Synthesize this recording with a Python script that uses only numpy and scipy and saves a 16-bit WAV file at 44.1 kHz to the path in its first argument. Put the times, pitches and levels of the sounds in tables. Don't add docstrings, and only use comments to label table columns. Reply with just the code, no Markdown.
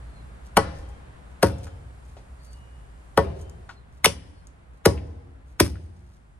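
import sys
import numpy as np
from scipy import signal
from scipy.fft import rfft, irfft, next_fast_len
from scipy.io import wavfile

SR = 44100
rng = np.random.default_rng(int(sys.argv[2]) if len(sys.argv) > 2 else 0)


def dump_mix(stems):
    frames = np.atleast_2d(stems).T
    limited = np.clip(frames, -1, 1)
    pcm = np.round(limited * 32767).astype(np.int16)
    wavfile.write(sys.argv[1], SR, pcm)


N = 281799
TIME = np.arange(N) / SR
AGE = TIME[:SR]

# frequency_hz, level_db
AIR_TONE = [(20, -18.5), (42, -10), (63, 8), (85, -14.5), (120, -8), (170, -17), (350, -26.5), (800, -28.5),
            (1600, -33.5), (3000, -44.5), (6000, -53), (9500, -42.5), (11300, -48.5), (12300, -71.5),
            (14000, -83.5)]
# frequency_hz, gain_db
AIR_WIDTH = [(60, -14.5), (200, -10.5), (450, 1.5), (2500, 3), (7000, 3), (10000, -12)]
# time_s, level_db
AIR_LEVELS = [(0, -41.5), (3.65, -44.5), (3.8, -46.5), (6.39, -49)]
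# start_s, length_s, top_hz, top_place (0 to 1), level_db
BIRD_WHISTLES = [(.01, 0.22, 4400, 0.13, -71.5), (2.385, .19, 4530, 0.52, -61.5),
                 (3.668, .17, 4230, .25, -74), (4.323, .11, 4475, .25, -74)]
# band_hz, scatter_db, scatter_fade_s, wall_db, wall_fade_s, left_right_likeness (0 to 1)
YARD_ECHO = [(68, -21, 0.66, -24.5, 1.7, 0.99), (198, -20.5, 0.36, -32.5, 1.42, 0.71),
             (407, -14, 0.14, -34, 0.99, .02), (1160, -18, 0.078, -30.5, 0.3, .02),
             (3200, -18.5, .14, -35.5, 0.71, 0.17), (6350, -20.5, 0.21, -45.5, 1.2, 0.067),
             (11500, -27, 0.065, -39, 0.14, 1), (13500, -27.5, .08, -56.5, .3, .9)]
# middle_s, half_length_s, level_db, centre_hz
BLADE_PULLS = [(2.094, 0.051, -65, 6800), (2.501, 0.077, -59, 9900), (6.079, .11, -70.5, 5540)]
# start_s, level_db, centre_hz
BLOCK_TAPS = [(1.667, -41, 1240), (2.166, -39, 550), (3.690, -32, 1100), (4.972, -43.5, 2260),
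              (5.754, -46.5, 1509)]
# start_s, level_db, fade_s
SINEW_SNAPS = [(0.786, -52.5, 0.044), (0.8887, -55.5, .07), (1.583, -49, 0.052), (1.6695, -53, .04),
               (2.446, -51.5, .04), (2.5306, -47.5, .03), (3.412, -49, .09), (3.497, -36.5, 0.0074),
               (4.4705, -44.5, 0.018)]
# start_s, pitch_hz, level_db, fade_s
STEEL_RINGS = [(0.801, 3165, -62.5, 1.2), (1.587, 3110, -61.5, 1.1), (2.509, 2903, -61, 1.4),
               (3.388, 3110, -58, 0.77)]
# pitch_hz, level_db, fade_s
GROUND_NOTES = [(82, -6, 0.18), (108, 0.5, 0.054), (166, -2.5, 0.029), (66.15, -15, 0.55)]
# pitch_hz, level_db, fade_s
BLOCK_NOTES = [(187.2, -14, 0.22), (255, -13.5, 0.087), (328, -6.5, 0.031), (432.2, -6.5, 0.066),
               (555.4, -4.5, 0.078), (754, -8.5, 0.043), (856, -6, 0.03), (943, -12.5, 0.12),
               (1103.6, -9.5, 0.073), (1250, -8, 0.042), (1478.5, -9.5, 0.069), (1785, -16, .09),
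               (1972, -13.5, 0.092), (3190, -16, 0.11)]
# start_s, pitch_hz, swell_s, level_db, bounce_pitch_hz, bounce_loss_db
BLADE_KNOCKS = [(0.5742, 808, 0.0042, -13, 960, 10), (1.43, 594, 0.0049, -6, 305, 5.5),
                (3.176, 682, 0.0024, -7, 620, 7.5), (4.062, 483.4, .0031, -14.5, 230, 11.5),
                (4.8599, 454, 0.0037, -2.5, 596, 15.5), (5.6075, 355, 0.002, -2.5, 190, 15.5)]
# frequency_hz, level_db
BONE_TONE = [(100, -6), (500, -6), (1000, 2), (2000, -1.5), (3200, -5), (4200, -6.5), (5300, -2),
             (7000, -13), (9800, -0.5), (11500, -6.5), (13500, -27), (15800, -26.5)]
# start_s, length_s, level_db, tilt_db_per_octave, note_hz, note_lift_db, spatter_db
BONE_CRUNCHES = [(0.567, 0.0085, -9.5, -2, 980, 5, -35), (1.4262, 0.007, -15, 0.2, 1440, 10.5, -25),
                 (3.174, 0.0039, -14.5, -2.54, 1044, 2.5, -32.5), (4.043, .006, -9.5, 1.6, 2048, 11, -33.5),
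                 (4.0492, .0033, -9.5, -0.9, 1054, 8.5, -34), (4.0539, .0065, -9, 1.1, 3052, 12, -32),
                 (4.853, 0.0084, -12, -.5, 2116, 1.5, -29.5), (5.598, 0.0079, -11, 1, 1700, 0, -22)]
# frequency_hz, gain_db
LEFT_GAIN = [(150, 0.2), (400, 0.49), (750, 2.6), (1500, 2.6), (3000, 2.1), (9000, .1)]
# frequency_hz, lead_radians
MIC_LEAD = [(20, 0), (1500, .25), (2600, 1.3), (4000, 1.6), (5300, 3.1), (6500, 1), (7700, 2.4),
            (8300, 2.2), (8700, -.3), (10200, -3.14), (12000, -6.1), (13600, -9.4), (15500, -12.5)]

CLOSER_S = 3.75


def gain(db):
    return 10 ** (np.asarray(db) / 20)


def unit(x):
    return x / np.sqrt(np.mean(x ** 2))


def add(track, start_s, sound):
    i = max(int(start_s * SR), 0)
    track[i:i + len(sound)] += sound[:N - i]


def along(octaves, points):
    hz, value = np.transpose(points)
    return np.interp(octaves, np.log2(hz), value)


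def colour(x, db_at):
    octaves = np.log2(np.fft.rfftfreq(x.shape[-1], 1 / SR) + 1)
    return irfft(rfft(x) * gain(db_at(octaves)), x.shape[-1])


def band(x, hz, octaves):
    centre = np.log2(hz)
    return unit(colour(x, lambda o: -10 * np.log10(1 + ((o - centre) / octaves) ** 4)
                       - 3 * abs(o - centre)))


def grains(size, per_s, spread_db):
    happens = rng.random(size) < per_s / SR
    strength = gain(spread_db * np.minimum(rng.exponential(size=size), 4))
    return unit(happens * strength * rng.choice([-1, 1], size))


def fade(t, fade_s):
    return np.exp(-np.log(1000) * t / fade_s)


def wander(per_s):
    return np.interp(TIME * per_s, np.arange(1024), rng.standard_normal(1024))


def stereo_noise(size, likeness):
    mid, side = rng.standard_normal((2, size))
    return np.sqrt((1 + likeness) / 2) * mid + np.sqrt((1 - likeness) / 2) * np.array([side, -side])


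def background():
    mid, side = rng.standard_normal((2, next_fast_len(N)))
    side = colour(side, lambda o: along(o, AIR_WIDTH))
    air = unit(colour(mid + np.array([side, -side]), lambda o: along(o, AIR_TONE)))
    bass = colour(air, lambda o: along(o, [(120, 3.5), (300, -24)]))[:, :N]
    hiss = colour(air, lambda o: along(o, [(2000, -33.5), (5000, 2.5)]))[:, :N]
    rest = air[:, :N] - bass - hiss
    air = bass * gain(0.5 * wander(1.4)) + rest * gain(wander(0.93))
    air += hiss * gain(-2.5 * (TIME > CLOSER_S))
    return air * gain(np.interp(TIME, *np.transpose(AIR_LEVELS)))


def bird():
    out = np.zeros(N)
    for start_s, length_s, top_hz, top_place, db in BIRD_WHISTLES:
        size = int(length_s * SR)
        progress = np.linspace(0, 1, size)
        hz = top_hz * (1 - .14 * (progress - top_place) ** 2) * (1 + .007 * wander(60)[:size])
        loudness = gain(db + 5 * wander(45)[:size]) * np.sqrt(4 * progress * (1 - progress))
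        add(out, start_s, loudness * np.sin(2 * np.pi * np.cumsum(hz) / SR))
    return out


def yard(direct, to_walls):
    t = TIME[:2 * SR]
    octaves = np.log2(np.fft.rfftfreq(len(t), 1 / SR) + 1)
    centres = np.log2([row[0] for row in YARD_ECHO])
    scatter, walls = 0, 0
    for share, row in zip(np.eye(len(YARD_ECHO)), YARD_ECHO):
        _, scatter_db, scatter_fade_s, wall_db, wall_fade_s, likeness = row
        one_band = np.sqrt(np.interp(octaves, centres, share) / (SR / 1000))
        early, late = (irfft(rfft(stereo_noise(len(t), likeness)) * one_band) for _ in range(2))
        scatter += gain(scatter_db) * early * fade(t, scatter_fade_s) * np.clip((t - .002) / .0014, 0, 1)
        walls += gain(wall_db) * late * fade(t, wall_fade_s) * np.clip((t - .01) / .03, 0, 1)
    near_echo = signal.fftconvolve(direct[None], scatter, axes=1)
    far_echo = signal.fftconvolve(to_walls[None], walls, axes=1)
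    return (near_echo + far_echo)[:, :N]


def rustles():
    out, moves = np.zeros(N), list(BLADE_PULLS)
    for blow_s, *_ in BLADE_KNOCKS:
        moves.append((blow_s - .105, .028, -65, 7500))
        ease_db = -71.5 if blow_s > CLOSER_S else -57
        moves.append((blow_s + .22, .039, ease_db, 6100))
    for middle_s, half_s, db, hz in moves:
        rub = band(grains(SR, per_s=550, spread_db=3), hz, octaves=1.6)
        loudness = gain(db + 4.7 * wander(36)[:SR]) * np.exp(-(AGE / half_s - 3) ** 2)
        add(out, middle_s - 3 * half_s, rub * loudness)
    return out


def tap(db, hz, octaves, fade_s, rise_s=.0026):
    crackle = band(grains(SR, per_s=5000, spread_db=2), hz, octaves)
    return gain(db) * crackle * fade(AGE, fade_s) * np.minimum(AGE / rise_s, 1)


def handling():
    out = rustles()
    for start_s, db, hz in BLOCK_TAPS:
        add(out, start_s, tap(db, hz, octaves=.43, fade_s=.083))
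        add(out, start_s, tap(db - 15, hz=2700, octaves=1.1, fade_s=.166))
    for start_s, db, fade_s in SINEW_SNAPS:
        add(out, start_s, tap(db, hz=7600, octaves=.55, fade_s=fade_s, rise_s=.0004))
    for start_s, hz, db, fade_s in STEEL_RINGS:
        waver = gain(db + 3 * wander(25)[:SR]) * np.minimum(AGE / .03, 1)
        add(out, start_s, waver * fade(AGE, fade_s) * np.sin(2 * np.pi * hz * AGE))
    return colour(out, lambda o: along(o, [(11000, -1), (12800, -19)]))


def ring(notes, cutoff_hz, rise_cycles):
    out = 0
    for k, (hz, db, fade_s) in enumerate(notes):
        build = 1 - np.exp(-(AGE * hz / rise_cycles) ** 2)
        strength = gain(db) / np.sqrt(1 + (hz / cutoff_hz) ** 4)
        wave = np.sin(2 * np.pi * hz * (1 + .007 * rng.standard_normal()) * AGE)
        out += (-1) ** k * strength * build * fade(AGE, fade_s) * wave
    return out


def knock(hz, swell_s, db, sink_s=.013):
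    pitch = hz * (1.2 - .82 * (1 - np.exp(-AGE / sink_s)))
    push = (AGE / swell_s) ** 2 * np.exp(2 - 2 * AGE / swell_s)
    return gain(db) * push * np.sin(2 * np.pi * np.cumsum(pitch) / SR)


def landing(hz, swell_s, db):
    shallow = np.log2(hz / 560)
    block = ring(BLOCK_NOTES, cutoff_hz=880 * 2 ** (1.3 * shallow), rise_cycles=.41)
    wood = knock(hz, swell_s, db) + gain(db + 1 + 10.5 * shallow) * block
    thump = gain(db - 3.5) * ring(GROUND_NOTES, cutoff_hz=400, rise_cycles=.3)
    thump *= fade(AGE, .76)
    thump = np.interp(AGE - 1.35 * swell_s, AGE, thump, left=0)
    wash = band(rng.standard_normal(SR), .86 * hz, octaves=1) * unit(fade(AGE, .085)) * wood.std()
    to_walls = wash + gain(-22.5) * wood + gain(-2.5) * thump
    return wood + thump, gain(7 * shallow - .5) * to_walls


def squash(db, swell_s=.003):
    size = SR // 20
    squelch = band(grains(size, per_s=10000, spread_db=2.4), hz=1000, octaves=2.8)
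    return gain(db) * squelch * np.exp(-AGE[:size][::-1] / swell_s)


def crunch(length_s, db, tilt, note_hz, lift_db, spatter_db):
    def bone(x, top_hz):
        note = lambda o: lift_db * np.exp(-((o - np.log2(note_hz)) / .25) ** 2)
        slope = lambda o: tilt * (o - np.log2(3000))
        dull = lambda o: 60 * np.maximum(o - np.log2(top_hz), 0)
        return unit(colour(x, lambda o: along(o, BONE_TONE) + slope(o) + note(o) - dull(o)))
    entry = np.minimum(AGE / .0014, 1)
    release = fade(np.maximum(AGE - length_s, 0), .008)
    force = entry * np.minimum(.15 + 1.9 * AGE / length_s, 1) * release
    cracks = gain(db) * bone(grains(SR, per_s=9000, spread_db=.86), top_hz=15500) * force
    spatter = gain(spatter_db) * bone(grains(SR, per_s=5000, spread_db=8.4), top_hz=15000)
    spatter *= np.minimum(AGE / length_s, 1) * fade(AGE, .19)
    wash = bone(rng.standard_normal(SR), top_hz=12000) * unit(fade(AGE, .1))
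    wash *= gain(db) * np.sqrt(np.mean(force ** 2))
    return cracks + spatter, wash + spatter


def hatchet():
    direct, to_walls = np.zeros((2, N))
    for start_s, *bone in BONE_CRUNCHES:
        heard, thrown = crunch(*bone)
        add(direct, start_s - .048, squash(db=-29))
        add(direct, start_s, heard)
        add(to_walls, start_s, gain(.5 if start_s < CLOSER_S else -6) * thrown)
    for start_s, hz, swell_s, db, bounce_hz, loss_db in BLADE_KNOCKS:
        first = landing(hz, swell_s, db)
        bounce = landing(bounce_hz, swell_s=.0028, db=db - loss_db)
        for delay_s, (heard, thrown) in ((0, first), (.0133, bounce)):
            add(direct, start_s + delay_s, heard)
            add(to_walls, start_s + delay_s, thrown)
    return direct, to_walls


def scene():
    direct, to_walls = hatchet()
    quiet_sounds = handling() + bird()
    direct += quiet_sounds
    to_walls += quiet_sounds
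    mix = np.pad(direct + yard(direct, to_walls), ((0, 0), (0, next_fast_len(N) - N)))
    left, right = colour(mix, lambda o: along(o, [(25, -11), (42, -1.5), (58, 0)]))
    left = colour(left, lambda o: along(o, LEFT_GAIN))
    right = colour(right, lambda o: -along(o, LEFT_GAIN))
    return np.array([left, right])[:, :N] + background()


def record(dry):
    peak_limit, top_hz = .95, 16000
    size = next_fast_len(N + 2048)
    lead = np.interp(np.fft.rfftfreq(size, 1 / SR), *np.transpose(MIC_LEAD))
    heard = irfft(rfft(dry, size) * np.exp(.5j * np.array([lead, -lead])), size)[:, :N]
    rounded = heard / (1 + (heard / peak_limit) ** 4) ** .25
    return signal.sosfilt(signal.ellip(8, .2, 70, top_hz, fs=SR, output="sos"), rounded)


dry = scene()
out = record(dry)
dump_mix(out)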